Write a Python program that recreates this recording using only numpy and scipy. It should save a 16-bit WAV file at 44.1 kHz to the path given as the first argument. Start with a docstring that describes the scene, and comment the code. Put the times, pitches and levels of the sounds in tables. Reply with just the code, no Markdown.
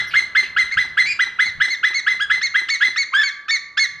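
"""An eagle yelps in a roofed outdoor aviary: each yelp scoops up low, breaks high, holds and sags.
Roof and walls echo, something in the cage rings faintly, and light wind touches the microphone.
Early on come a small bird's chirp and dry rasps, then two fluttering answers from further off.
From 1.4 s a second eagle takes turns with the first, opening each yelp with a gulp and adding
two low arching cries, one short and one longer. For the last second it calls alone."""
import sys
import numpy as np
from scipy import signal
from scipy.fft import rfft, irfft, next_fast_len
from scipy.io import wavfile
from scipy.ndimage import map_coordinates

SR = 44100
rng = np.random.default_rng(int(sys.argv[2]) if len(sys.argv) > 2 else 0)


def master(y):
    """Save y as 16-bit WAV."""
    cut = np.clip(np.atleast_2d(y).T, -1, 1)
    pcm = np.round(cut * 32767)  # scale
    wavfile.write(sys.argv[1], SR, pcm.astype(np.int16))


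N = 176400

# Each eagle's yelps: start_s, attack_s, break_after_s, length_s, top_pitch_hz, low_db, high_db
NEAR_YELPS = [(-.06, 0.0049, 0.026, 0.075, 2066, -8, -14),
              (0.136, 0.0059, 0.023, 0.073, 2100, -11.5, -10.5),
              (0.349, 0.0065, 0.018, 0.065, 2096, -10.5, -10), (0.563, 0.0047, 0.022, 0.07, 2058, -11, -11),
              (0.769, 0.0074, .019, 0.063, 2049, -10, -12.5), (.97, 0.009, .019, 0.062, 2059, -10, -10),
              (1.19, 0.0065, 0.017, 0.056, 2038, -11, -11), (1.387, 0.011, 0.018, 0.062, 2053, -8.5, -11),
              (1.6, 0.015, 0.02, .064, 2045, -8, -11.5), (1.829, 0.016, 0.02, .066, 2057, -7, -13),
              (2.063, 0.013, 0.02, 0.078, 2054, -9, -14), (2.297, 0.0096, 0.02, 0.07, 2062, -9.5, -13),
              (2.54, 0.018, 0.021, 0.069, 2040, -8.5, -13), (2.803, 0.02, 0.028, 0.084, 2043, -8.5, -12)]
SECOND_YELPS = [(1.423, 0.021, 0.029, 0.088, 2156, -46, -26), (1.679, 0.012, 0.02, 0.083, 2125, -34, -23),
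                (1.93, 0.018, 0.0132, 0.081, 2153, -29, -22), (2.41, 0.009, 0.02, 0.074, 2198, -26, -20.5),
                (2.683, 0.026, 0.02, 0.089, 2198, -18, -21),
                (2.957, 0.027, 0.024, 0.088, 2235, -19.5, -20.5),
                (3.21, 0.014, 0.024, .094, 2210, -25, -23), (3.48, 0.024, 0.029, 0.099, 2214, -20, -20),
                (3.77, 0.0083, .025, 0.097, 2174, -19, -19)]
# Each eagle's voice. scoop, low, creep, settle, sag: shares of the top pitch; jitter: pitch share;
# low_db, high_db: harmonics 1 to 7 in each register; breaks: yelp_length_s, break_time_s
NEAR_VOICE = dict(scoop=.6, low=.78, creep=0.035, scoop_s=0.00966, breaks=[(.06, 0.0026)],
              settle=0.044, settle_s=0.0034, sag=0.082, sag_s=0.0237, drop_s=0.0036, release_s=0.015, jitter=0.0078, rasp_db=-23, hoarse_db=-35, low_db=[-2, -6, -20.5, -37.5, -40.5, -56.5, -57],
              high_db=[-1.5, -9, -25.5, -35, -41, -53, -59])
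SECOND_VOICE = dict(scoop=.6, low=.778, creep=0.04, scoop_s=0.00912, breaks=[(.083, .007), (.095, 0.00077)],
                settle=-0.016, settle_s=0.009, sag=0.1603, sag_s=0.042, drop_s=0.013, release_s=0.024, jitter=.007, rasp_db=-27, hoarse_db=-27, low_db=[3.5, -2.5, -13.5, -30.5, -46.5, -56, -70.5],
                high_db=[2, -4, -18, -35.5, -54, -50.5, -67.5])
# EQ of the hoarse breath, of a head turned away, and of all the birds: frequency_hz, gain_db
HOARSE_EQ = [(1000, -0.5), (1300, -1), (2100, -5), (4300, 9.5), (5200, -28), (6300, -25.5), (8300, -20.5),
             (15000, -52)]
FACING_AWAY_EQ = [(1700, -1), (2100, 0.5), (3400, -8), (4200, -21), (8000, -11.5), (15000, -10.5)]
THROAT_EQ = [(600, -16), (900, -21), (1080, -12), (1250, 1), (3000, -2), (6700, 4.5), (8300, 3), (9400, -6),
             (10400, 2)]
# Slaps off roof and walls, before each source's scaling: delay_s, gain_db
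SLAPS = [(.0045, -19.5), (.011, -11.5), (.046, -20.5), (.062, -19)]
# Reverb decay: frequency_hz, t60_s
TAIL_DECAY = [(300, 0.14), (1500, 0.64), (2200, 0.55), (4300, 0.46), (8000, 0.33)]
# Reverb colour: frequency_hz, gain_db
TAIL_EQ = [(500, 14), (1400, -4), (2100, -.5), (4200, -4), (10000, -1)]
# Fader moves of the wind and the distant hush: time_s, relative_level_db
WIND_FADER = [(0.0, -48.5), (0.26, -70), (0.65, -57), (0.73, -77), (0.78, -39), (0.81, -56.5),
              (1.43, -67.5), (1.58, -52.5), (1.82, -82.5), (2.37, -59.5), (2.6, -74), (2.88, -65.5),
              (3.35, -89.5), (3.94, -62)]
HUSH_FADER = [(0, -49.5), (2.8, -55.5), (3.5, -59)]
# Noise colours of wind, hush, gasps and rasps: frequency_hz, gain_db
WIND_EQ = [(20, -2), (82, 8), (170, 4.5), (300, -20), (660, -88)]
HUSH_EQ = [(30, -6.5), (250, -5.5), (800, -11), (1300, -2), (3000, -23), (15000, -45.5)]
GASP_EQ = [(100, -14), (300, -3), (560, -14.5), (850, -2), (1300, -2.5), (3000, -24.5), (15000, -64)]
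RASP_EQ = [(900, -26), (2400, 7), (4500, -8.5), (6500, -33.5), (15000, -43.5)]
# Small bird's chirp and distant answers: start_s, length_s, top_pitch_hz, scoop_share, sag_share, level_db
SMALL_CHIRP = [(.068, 0.039, 5770, 0.11, 0.28, -48.5)]
FAR_ANSWERS = [(.71, 0.038, 2142, 0.19, 0.052, -20.5), (1.056, 0.081, 2434, 0.14, 0.035, -20)]
# Dry rasps among the calls: start_s, length_s, level_db
DRY_RASPS = [(0.106, 0.042, -30.5), (0.429, 0.053, -30), (1.06, 0.0065, -28.5)]
# The second eagle's low-register cries: time_s, pitch_hz, level_db
SHORT_CRY_CURVE = [(2.195, 1120, -33.5), (2.21, 1600, -18.5), (2.228, 1712, -17), (2.26, 1580, -31.5)]
LONG_CRY_CURVE = [(3.12, 983, -34), (3.138, 1141, -13.5), (3.142, 1575, -18), (3.156, 1616, -11.5),
                  (3.176, 1718, -16.5), (3.2, 1742, -12.5), (3.224, 1700, -19.5), (3.24, 1585, -18),
                  (3.254, 1510, -36)]
# Harmonics of cry, chirp and answer, fundamental first: level_db
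CRY_HARMONICS = [0, -12, -31, -42, -47, -54]
CHIRP_HARMONICS, ANSWER_HARMONICS = [-2, -10], [0, -14.5, -28.5, -40, -55.5]
# Stereo spread, widest in the treble: frequency_hz, side_db
SIDE_EQ = [(1200, -23), (2000, -25), (4000, -16.5), (8000, -12), (12000, 1)]
# The birds drift slightly right near the end: time_s, left_minus_right_db
BALANCE = [(0, -0.5), (3.2, -0.55), (3.699, -1.8)]

RASP_HZ, JITTER_HZ = 1528.5, 738.3  # speed of the roughness in level and in pitch
RASP_GROWTH, FLICKER_DB = .5, 1.3  # extra rasp share and level swing per further harmonic
WANDER_SHARE, WANDER_HZ = .008, 110  # slower unsteadiness of pitch
EDGE_ROUGH, LOW_ROUGH = 2, 1.4  # the voice is rougher as it fades, and in the low register
EFFORT_BRIGHT = 0.42  # dB of overtone lift per dB that a yelp is louder than the bird's mean
DROP_TIME_S = 0.007  # time the voice takes to fall back to the low register
TAIL_DRIFT_S = .23  # time between crossfades of three reverb tails, which keeps the echo smooth
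RING_HZ, RING_T60_S, RING_SEND_DB = 1157, 6, -72
GASP_PEAK_S, GASP_HALF_WIDTH_S, GASP_DB = 0.0827, 0.0095, -41  # timed from the start of the yelp
FLUTTER_HZ, FLUTTER_DEPTH = 58, .35  # tremolo of the distant calls
GULP_S, GULP_PITCH_SHARE, GULP_DB = 0.0098, .59, -10  # share of the top pitch; dB against the low register
HIGH_CUT_HZ = 15700


def amp(db):
    """Decibels to gain."""
    return 10 ** (np.asarray(db) / 20)


def along(points, hz):
    """Read (frequency_hz, value) points on a log axis."""
    frequencies, values = np.transpose(points)
    return np.interp(np.log(hz + 1), np.log(frequencies + 1), values)


def wobble(rate, size):
    """A smooth random curve, rate knots a second."""
    return map_coordinates(rng.standard_normal(1024), [np.arange(size) * rate / SR], mode="wrap")


def filtered(x, response):
    """Shape x with a frequency response."""
    m = next_fast_len(x.shape[-1] + 8192)
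    return irfft(rfft(x, m) * response(np.fft.rfftfreq(m, 1 / SR)), m)[..., :x.shape[-1]]


def equalise(x, eq):
    """Run x through an EQ curve."""
    return filtered(x, lambda hz: amp(along(eq, hz)))


def noise(eq):
    """Coloured noise of rms 1."""
    x = equalise(rng.standard_normal(N), eq)
    return x / np.sqrt(np.mean(x ** 2) + 1e-20)


def ramp(u):
    """Smooth step from 0 to 1."""
    return np.sin(np.pi / 2 * np.clip(u, 0, 1)) ** 2


def add(track, start_s, sound):
    """Mix a sound into a track with one second of pre-roll."""
    i = round((start_s + 1) * SR)
    track[i:i + len(sound)] += sound[:len(track) - i]


def syrinx(hz, harmonics_db, jitter, rasp):
    """A bird's voice box: an unsteady harmonic tone whose upper overtones flicker and rasp most."""
    n = len(hz)
    unsteady_hz = hz * (1 + jitter * wobble(JITTER_HZ, n) + WANDER_SHARE * wobble(WANDER_HZ, n))
    phase = 2 * np.pi * np.cumsum(unsteady_hz) / SR
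    out = np.zeros(n)
    for k, db in enumerate(harmonics_db, 1):
        rough = rasp * (1 + RASP_GROWTH) ** (k - 1)
        partial = (1 + rough * wobble(RASP_HZ, n)) * np.sin(k * phase)
        partial += rough * wobble(RASP_HZ, n) * np.cos(k * phase)
        flicker_db = FLICKER_DB * (k - 1) * wobble(2 * WANDER_HZ, n)
        out += amp(db + flicker_db) * partial / np.sqrt(.5 + rough ** 2)
    return out


def yelps(rows, voice):
    """An eagle scoops up hoarsely, breaks to a clear high note, then sags and drops back low."""
    out, hiss = np.zeros(N + SR), noise(HOARSE_EQ)
    mean_high_db = np.mean([row[-1] for row in rows])
    for start_s, attack_s, break_at, length_s, top_hz, low_db, high_db in rows:
        t = np.arange(int(length_s * SR)) / SR
        break_s = np.interp(length_s, *np.transpose(voice["breaks"]))
        high = (1 + np.tanh((t - break_at) / break_s)) / 2  # register crossfade: 0 low, 1 high
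        high *= ramp((length_s - voice["drop_s"] - t) / DROP_TIME_S + .5)
        scoop = np.clip(1 - t / voice["scoop_s"], 0, 1)
        fall = np.clip(1 - (length_s - t) / voice["sag_s"], 0, 1)
        creep = voice["creep"] * np.minimum(t / break_at, 2)
        low_note = voice["low"] + creep - (voice["low"] - voice["scoop"]) * scoop
        settle = voice["settle"] * np.exp(-np.maximum(t - break_at, 0) / voice["settle_s"])
        high_note = 1 - settle - voice["sag"] * fall ** 1.464
        hz = top_hz * (low_note * (1 - high) + high_note * high)

        lift_db = EFFORT_BRIGHT * (high_db - mean_high_db)  # doubled from the third harmonic up
        harmonics = [lo + (hi - lo + lift_db * min(k, 2)) * high
                     for k, (lo, hi) in enumerate(zip(voice["low_db"], voice["high_db"]))]
        rough = 1 + LOW_ROUGH * (1 - high) + EDGE_ROUGH * fall ** 2
        tone = syrinx(hz, harmonics, voice["jitter"] * rough, amp(voice["rasp_db"]) * rough)
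        # Breath is strongest in the scoop; only a little stays under the held note.
        hoarse = .35 + (1 - high) + 8.1 * scoop + 3 * high * (1 - high) + EDGE_ROUGH * fall ** 4
        breath = amp(voice["hoarse_db"]) * hoarse * np.roll(hiss, rng.integers(N))[:len(t)]

        level = amp(low_db + (high_db - low_db) * ramp((t - break_at * 0.9) / break_at / 0.43))
        envelope = np.minimum(t / attack_s, 1) * np.minimum((length_s - t) / voice["release_s"], 1)
        add(out, start_s, level * envelope * (tone + breath))
    return out


def aviary(x, wet_db, walls_db, delay_scale):
    """Slaps off roof and walls, plus a diffuse tail that drifts between three echo patterns."""
    hz, t, spectra = signal.stft(rng.standard_normal((3, SR * 3 // 4)), SR, nperseg=256)
    decay_db = along(TAIL_EQ, hz)[:, None] - 60 * t / along(TAIL_DECAY, hz)[:, None]
    tails = signal.istft(spectra * amp(decay_db), SR, nperseg=256)[1]
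    tails *= ramp(np.arange(tails.shape[1]) / SR / 0.0066)
    turn = (np.arange(len(x)) / SR / TAIL_DRIFT_S - np.arange(3)[:, None]) % 3
    sends = np.sqrt(np.clip(1 - abs(turn - 1), 0, 1))  # equal-power crossfade
    reverb = signal.fftconvolve(x * sends, tails, axes=1).sum(0)[:len(x)]
    out = amp(wet_db) / np.linalg.norm(tails[0]) * reverb
    for delay_s, db in SLAPS:
        out += amp(db + walls_db) * np.pad(x, (int(delay_s * delay_scale * SR), 0))[:len(x)]
    return out


def cage_ring(calls):
    """One long resonance in the cage, kept ringing by the calls."""
    t = np.arange(2 * SR) / SR
    mode = np.sin(2 * np.pi * RING_HZ * t) * amp(-60 * t / RING_T60_S)
    return amp(RING_SEND_DB) * signal.fftconvolve(calls, mode)[:len(calls)]


def wind():
    """Lumpy rumble of wind on the microphone, different left and right."""
    gust_db = np.interp(np.arange(N) / SR, *np.transpose(WIND_FADER)) + 3 * wobble(19, N)
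    return amp(8.5) * np.array([noise(WIND_EQ) * amp(gust_db + 0.67 * wobble(11, N)) for _ in range(2)])


def hush():
    """A bed of distant outdoor noise that slowly sinks."""
    return amp(np.interp(np.arange(N) / SR, *np.transpose(HUSH_FADER))) * noise(HUSH_EQ)


def gasps():
    """A soft puff of air follows each yelp of the near eagle."""
    t = np.arange(N) / SR
    swells = sum(np.exp(-((t - start_s - GASP_PEAK_S) / GASP_HALF_WIDTH_S) ** 2)
                 for start_s, *_ in NEAR_YELPS)
    return amp(GASP_DB) * noise(GASP_EQ) * swells


def distant_calls(rows, harmonics_db, jitter, rasp, crest, fade_s):
    """Trembling bird calls in one arch of pitch, peaking at the share crest of their length."""
    out = np.zeros(N + SR)
    for start_s, length_s, top_hz, scoop, sag, db in rows:
        t = np.arange(int(length_s * SR)) / SR
        rise = np.clip(1 - t / length_s / crest, 0, 1)
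        fall = np.clip((t / length_s - crest) / (1 - crest), 0, 1)
        hz = top_hz * (1 - scoop * rise ** 2 - sag * fall ** 2)
        rough = 1 + EDGE_ROUGH * (rise ** 2 + fall ** 2)
        tone = syrinx(hz, harmonics_db, jitter * rough, rasp * rough)
        flutter = 1 + FLUTTER_DEPTH * np.cos(2 * np.pi * FLUTTER_HZ * t)
        envelope = ramp(t / fade_s) * ramp((length_s - t) / fade_s)
        add(out, start_s, amp(db) * envelope * flutter * tone)
    return out


def rasps():
    """Toneless scratchy bursts with a sharp attack."""
    out, hiss = np.zeros(N + SR), noise(RASP_EQ)
    for start_s, length_s, db in DRY_RASPS:
        t = np.arange(int(length_s * SR)) / SR
        envelope = ramp(t / 0.0046) * np.sqrt(1 - t / length_s)
        add(out, start_s, amp(db) * envelope * np.roll(hiss, rng.integers(N))[:len(t)])
    return out


def gulps():
    """A rough, low catch in the throat opens each yelp of the second eagle."""
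    out, t = np.zeros(N + SR), np.arange(int(GULP_S * SR)) / SR
    for start_s, *_, top_hz, low_db, _ in SECOND_YELPS:
        hz = np.full(len(t), GULP_PITCH_SHARE * top_hz)
        tone = syrinx(hz, harmonics_db=[2.5, 4, -8.5, -31.5, -25], jitter=0.088, rasp=0.11)
        add(out, start_s + 0.001844, amp(low_db + GULP_DB) * np.sin(np.pi * t / GULP_S) * tone)
    return out


def cry(curve, overtone_boost_db):
    """A clear, low, arching eagle cry that swells as it rises and sinks at the end."""
    times, hz, db = np.transpose(curve)
    out, t = np.zeros(N + SR), np.arange(times[0], times[-1], 1 / SR)
    harmonics = [CRY_HARMONICS[0]] + [h + overtone_boost_db for h in CRY_HARMONICS[1:]]
    tone = syrinx(np.interp(t, times, hz), harmonics, jitter=.008, rasp=.065)
    envelope = ramp((t - times[0]) / 0.0026) * ramp((times[-1] - t) / .004)
    add(out, times[0], amp(np.interp(t, times, db)) * envelope * tone)
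    return out


def scene():
    """The mid/side mix. The near eagle faces away, so its overtones arrive mostly as echo."""
    near = yelps(NEAR_YELPS, NEAR_VOICE)
    near = equalise(near, FACING_AWAY_EQ) + aviary(near, wet_db=-10, walls_db=0, delay_scale=0.7)
    far = distant_calls(SMALL_CHIRP, CHIRP_HARMONICS, jitter=0.0047, rasp=.05, crest=0.38, fade_s=0.005)
    far += rasps()
    far += distant_calls(FAR_ANSWERS, ANSWER_HARMONICS, jitter=0.016, rasp=0.1, crest=0.55, fade_s=0.006)
    far += aviary(far, wet_db=-8, walls_db=4, delay_scale=0.71)
    second = yelps(SECOND_YELPS, SECOND_VOICE) + gulps()
    second += cry(SHORT_CRY_CURVE, overtone_boost_db=7) + cry(LONG_CRY_CURVE, overtone_boost_db=3.5)
    second += aviary(second, wet_db=-8.5, walls_db=-12, delay_scale=1.3)
    birds = equalise(near + far + second, THROAT_EQ)

    puffs = gasps()
    puffs += aviary(puffs, wet_db=-16, walls_db=-9, delay_scale=1.2)
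    mid = (birds + cage_ring(birds))[SR:] + puffs  # [SR:] trims the pre-roll
    spread = birds + aviary(birds, wet_db=-3.5, walls_db=-2.5, delay_scale=0.45)
    side = filtered(spread, lambda hz: 1j * amp(along(SIDE_EQ, hz)))[SR:]  # 90-degree phase shift
    pan_db = np.interp(np.arange(N) / SR, *np.transpose(BALANCE))
    return np.array([mid + side, mid - side]) * amp([pan_db / 2, -pan_db / 2]) + wind() + hush()


def record(dry):
    """A brick-wall high cut takes off the very top."""
    return filtered(dry, lambda hz: hz < HIGH_CUT_HZ)


dry = scene()
out = record(dry)
master(out)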